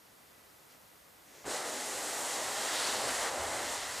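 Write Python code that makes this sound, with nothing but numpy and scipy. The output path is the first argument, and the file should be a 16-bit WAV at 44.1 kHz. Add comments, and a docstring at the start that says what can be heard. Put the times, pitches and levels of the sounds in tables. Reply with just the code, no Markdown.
"""A slab of snow creeps, breaks loose and slides down a ribbed sheet roof, heard in stereo from across
a quiet snowy yard. Friction makes the roof roar and its low panels boom; ice grit scrapes, powder hisses,
the slab bumps on the sheets and a hard edge sings along a rib. Lumps thud into the snow bank over a
ground rumble. A nearby wall sends one dull echo of the roof. Behind it all lie the air of the yard,
a faint whine and microphone hiss."""
import sys
import numpy as np
from scipy import signal
from scipy.fft import rfft, irfft
from scipy.io import wavfile

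SR = 44100
rng = np.random.default_rng(int(sys.argv[2]) if len(sys.argv) > 2 else 0)


def put_to_file(sound):
    """Save the sound as 16-bit audio at rate SR, in the file named by the first command-line argument."""
    columns = np.atleast_2d(sound).T  # one column per channel
    safe = np.clip(columns, -1, 1)
    whole_steps = np.round(safe * 32767)
    wavfile.write(sys.argv[1], SR, whole_steps.astype(np.int16))


N = 176400

# Air of the yard and microphone hiss: (time [s], level [dB])
AIR_LEVEL = [(0, -60), (.4, -59), (1.2, -59), (4, -60)]
# Its spectrum: (frequency [Hz], relative level [dB])
AIR_SPECTRUM = [(15, -40), (25, -17), (70, -6), (150, -4.5), (330, -5.5), (700, -4.5), (1200, -6.5),
                (2000, -10), (2600, -12.5), (6000, -14), (15000, -14)]
# Its stereo width: (frequency [Hz], side relative to mid [dB])
AIR_SIDE = [(60, -19), (110, -15), (200, -5), (380, -1), (690, -2.5), (1280, -1.5), (2360, -4), (4350, -7),
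            (8020, -28), (14800, -65)]

# Ground rumble while the mass lands: (time [s], level [dB])
RUMBLE_LEVEL = [(1.3, -110), (1.43, -71), (1.48, -64), (1.6, -73), (2.4, -71.5), (3.0, -63.5), (3.4, -59),
                (3.7, -61), (4.0, -64)]
# Its spectrum: (frequency [Hz], relative level [dB])
RUMBLE_SPECTRUM = [(15, -20), (25, -4), (40, -11), (80, -2), (130, -5.5), (200, -14), (300, -52)]
# Lumps landing in the snow bank: (time [s], level [dB], pitch [Hz])
LUMP_THUDS = [(1.453, -53, 69.5), (3.16, -53, 55), (3.395, -38.5, 79), (3.44, -41, 80.6), (3.69, -55, 51)]

# Snow shifting before the break: (time [s], level [dB])
CREEP_LEVEL = [(.66, -77), (.72, -61), (.745, -66), (.77, -81), (1.2, -80), (1.27, -62), (1.35, -55.5),
               (1.41, -56.5), (1.45, -58), (1.5, -88)]
# Its spectrum: (frequency [Hz], relative level [dB])
CREEP_SPECTRUM = [(150, -12), (350, -1), (900, -8), (1900, -8), (2600, -11.5), (4500, -10), (7000, -8.5),
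                  (10000, -17), (14000, -20)]
# Soft bumps of the slab on the roof: (time [s], level [dB], centre [Hz])
SLAB_BUMPS = [(0.741, -59, 450), (1.338, -62, 380), (1.443, -46.5, 374), (1.453, -43, 500),
              (1.501, -45, 700), (3.09, -36, 1200)]
# A hard edge dragging along a rib: (time [s], level [dB], pitch [Hz])
RIB_SCRAPE = [(2.6, -100, 3700), (2.68, -69, 3700), (2.76, -43, 3850), (2.86, -45, 4300), (2.94, -56, 4200),
              (3.02, -60, 4100), (3.1, -100, 4100)]

# The slide: (time [s], roof roar [dB], panel boom [dB], rasp [dB], grit scrape [dB], powder hiss [dB])
SLIDE_LEVELS = [(1.46, -42, -56, -50, -58, -49), (1.48, -52, -40, -46.5, -50.5, -46),
                (1.51, -41, -51.5, -46, -45, -40.5), (1.64, -46.5, -53, -46.5, -51, -45),
                (1.67, -45, -50.5, -48.5, -48, -43), (1.88, -47.5, -51.5, -48, -48.5, -42),
                (2.35, -43.5, -53.5, -45.5, -46.5, -39), (2.39, -42, -50.5, -45.5, -46.5, -41.5),
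                (2.43, -45, -50.5, -45, -46, -40.5), (2.84, -42.5, -52, -42, -40, -39),
                (2.89, -41, -46, -41, -38, -39.5), (2.91, -42.5, -52.5, -45.5, -40.5, -40),
                (3.04, -41.5, -45, -42.5, -43, -41), (3.17, -41.5, -53, -42, -44, -38.5),
                (3.28, -42, -49, -38.5, -44, -42.5), (3.3, -41, -50, -44.5, -46.5, -43.5),
                (3.38, -39.5, -51, -45, -47.5, -43.5), (3.46, -40.5, -50.5, -44.5, -48, -44),
                (3.69, -46, -49.5, -45.5, -45, -42.5), (3.74, -42.5, -58, -47, -46, -39.5),
                (3.77, -48, -59, -46, -45, -42.5), (3.84, -48, -56, -46.5, -46.5, -45.5),
                (3.88, -49, -59, -45.5, -48, -44.5), (4.0, -44.5, -58.5, -47.5, -46, -43)]
# Spectra of those five layers, each: (frequency [Hz], relative level [dB])
ROAR_SPECTRUM = [(290, -20), (500, -0.5), (814, 6.5), (1200, -4.5), (1560, -16), (2640, -120)]
BOOM_SPECTRUM = [(71, -31), (120, -10.5), (183, -20), (249, -4), (500, -5), (650, -7), (1100, -120)]
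RASP_SPECTRUM = [(710, -21), (1200, -0.5), (2020, 4), (2500, -14), (3250, -14), (5500, -120)]
GRIT_SPECTRUM = [(1470, -34), (2500, 1), (4150, 5), (5400, -1), (7020, -10), (11900, -120)]
POWDER_SPECTRUM = [(3180, -29), (5400, -7.5), (7570, 1.5), (9170, -2.5), (14400, -18), (15000, -15)]
# Narrow stereo width of slide, creep and rumble: (frequency [Hz], side relative to mid [dB])
SNOW_SIDE = [(100, -22), (700, -16.5), (1500, -13), (2500, -57.5), (5000, -106), (14000, -50)]


def from_db(db):
    """Decibels to gain."""
    return 10 ** (np.asarray(db) / 20)


def unit_rms(x):
    """Scale to an rms of 1."""
    return x / np.sqrt(np.mean(x ** 2) + 1e-20)


def butterworth(x, order, hz, kind):
    """Low-, high- or band-pass filter."""
    return signal.sosfilt(signal.butter(order, hz, kind, fs=SR, output="sos"), x)


def in_time(rows):
    """A table's columns at every sample, held at the ends."""
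    times, *columns = np.transpose(rows)
    return [np.interp(np.arange(N) / SR, times, column) for column in columns]


def gain_at(rows, hz):
    """Gain from a table of decibels, read on a log-frequency axis."""
    table_hz, db = np.transpose(rows)
    return from_db(np.interp(np.log(hz), np.log(table_hz), db))


def drift(rate_hz):
    """Slow random wander with an rms of 1."""
    hop, settle = 40, 2000
    pole = np.exp(-2 * np.pi * rate_hz * hop / SR)
    noise = rng.standard_normal(N // hop + settle + 2)
    slow = signal.lfilter([1], [1, -2 * pole, pole * pole], noise)[settle:]
    return np.interp(np.arange(N) / hop, np.arange(len(slow)), unit_rms(slow))


def coloured(source, spectrum, width, flicker_db):
    """Shape a source into a stereo pair whose half-octave bands flicker separately; mid rms 1."""
    hz = np.maximum(np.fft.rfftfreq(N, 1 / SR), 1)
    low_hz, high_hz = spectrum[0][0] / 2, spectrum[-1][0] * 2
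    shape = gain_at(spectrum, hz) * (hz > low_hz) * (hz < high_hz)
    side_noise = rfft(rng.standard_normal(N)) * gain_at(width, hz)
    mid_side = np.array([rfft(source), side_noise]) * shape
    centres = 25 * 2 ** np.arange(0, 9.6, .5)
    out = np.zeros((2, N))
    for centre in centres[(centres > low_hz) & (centres < high_hz)]:
        band = np.cos(np.pi * np.clip(np.log2(hz / centre), -.5, .5)) ** 2
        out += irfft(mid_side * band, N) * from_db(flicker_db * drift(rate_hz=4.7))
    mid, side = out / np.sqrt(np.mean(out[0] ** 2))
    return np.array([mid + side, mid - side])


def yard_air():
    """Steady air and microphone hiss, wide in the midrange and centred in the treble."""
    level_db, = in_time(AIR_LEVEL)
    return from_db(level_db) * coloured(rng.standard_normal(N), AIR_SPECTRUM, AIR_SIDE, flicker_db=.2)


def whine(centre_hz=1985, width_hz=50, level_db=-75):
    """A faint breathy whine in the background: one narrow band of noise."""
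    edges_hz = [centre_hz - width_hz / 2, centre_hz + width_hz / 2]
    return from_db(level_db) * unit_rms(butterworth(rng.standard_normal((2, N)), 1, edges_hz, "band"))


def wall_echo(roof, delay_s=.02386, gain_db=-7.5, low_hz=230, high_hz=2000):
    """Off the nearby wall, sound travels some 8 m farther to the microphone and loses bass and treble."""
    thin = butterworth(roof, 2, low_hz, "high")
    dull = butterworth(thin, 2, high_hz, "low")
    lag = int(delay_s * SR)
    return from_db(gain_db) * np.pad(dull, ((0, 0), (lag, 0)))[:, :N]


def ground_rumble():
    """The ground rumbles unevenly under the landing mass."""
    level_db, = in_time(RUMBLE_LEVEL)
    rumble = coloured(rng.standard_normal(N), RUMBLE_SPECTRUM, SNOW_SIDE, flicker_db=1.5)
    return from_db(level_db) * rumble


def lump_thuds(t60_s=.22, rise_s=1 / 120):
    """Each lump pushes softly into the snow bank: a low tone that swells and dies."""
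    out = np.zeros(N)
    for time_s, db, hz in LUMP_THUDS:
        start = int(time_s * SR)
        t = np.arange(N - start) / SR
        envelope = from_db(db - 60 * t / t60_s) * (1 - np.exp(-t / rise_s))
        out[start:] += envelope * np.sin(2 * np.pi * hz * t)
    return out


def crystal_friction(grains_per_s=6000, spread_db=2.5, grain_share=.25):
    """Crystals breaking and dragging: a dense rain of uneven clicks over smooth noise."""
    sizes = from_db(spread_db * np.minimum(rng.exponential(1, N), 5))
    signs = rng.choice([-1, 1], N)
    grains = unit_rms(sizes * signs * (rng.random(N) < grains_per_s / SR))
    return np.sqrt(grain_share) * grains + np.sqrt(1 - grain_share) * rng.standard_normal(N)


def slab_creep():
    """Snow shifts on the roof with a faint crunching hiss that drops away as the slab lets go."""
    level_db, = in_time(CREEP_LEVEL)
    return from_db(level_db) * coloured(crystal_friction(), CREEP_SPECTRUM, SNOW_SIDE, flicker_db=1.7)


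def slab_bumps(t60_s=.11):
    """The slab bumps on the roof, each time a dying puff of noise two octaves wide."""
    out = np.zeros(N + SR)
    t = np.arange(SR // 4) / SR
    for time_s, db, hz in SLAB_BUMPS:
        start = int(time_s * SR)
        puff = butterworth(rng.standard_normal(len(t)), 1, [hz / 2, hz * 2], "band")
        out[start:start + len(t)] += from_db(db - 60 * t / t60_s) * unit_rms(puff)
    return out[:N]


def rib_scrape(width_hz=600):
    """A hard edge drags along a rib and sings: a band of friction noise whose centre glides."""
    level_db, hz = in_time(RIB_SCRAPE)
    in_phase, quadrature = butterworth([crystal_friction(), crystal_friction()], 2, width_hz / 2, "low")
    phase = 2 * np.pi * np.cumsum(hz) / SR
    return from_db(level_db) * unit_rms(in_phase * np.cos(phase) + quadrature * np.sin(phase))


def slab_slide(break_rise_s=.012):
    """The slab runs down the sheets: one friction drives roar, boom, rasp, grit and powder hiss."""
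    at_rest = (SLIDE_LEVELS[0][0] - break_rise_s,) + (-90,) * 5
    levels_db = in_time([at_rest, *SLIDE_LEVELS])
    spectra = ROAR_SPECTRUM, BOOM_SPECTRUM, RASP_SPECTRUM, GRIT_SPECTRUM, POWDER_SPECTRUM
    friction = crystal_friction()
    surge_db = .37 * drift(rate_hz=9.7)
    return sum(from_db(db + surge_db) * coloured(friction, spectrum, SNOW_SIDE, flicker_db=.5)
               for db, spectrum in zip(levels_db, spectra))


def scene():
    """From across the yard: the roof and its echo, snow landing below, and the air all round."""
    roof = slab_slide() + slab_creep() + slab_bumps() + rib_scrape()
    return roof + wall_echo(roof) + lump_thuds() + ground_rumble() + whine() + yard_air()


def record(dry):
    """The microphone signal is cut steeply above about 15 kHz."""
    return signal.sosfilt(signal.ellip(N=14, rp=.5, rs=80, Wn=14980, fs=SR, output="sos"), dry)


dry = scene()
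out = record(dry)
put_to_file(out)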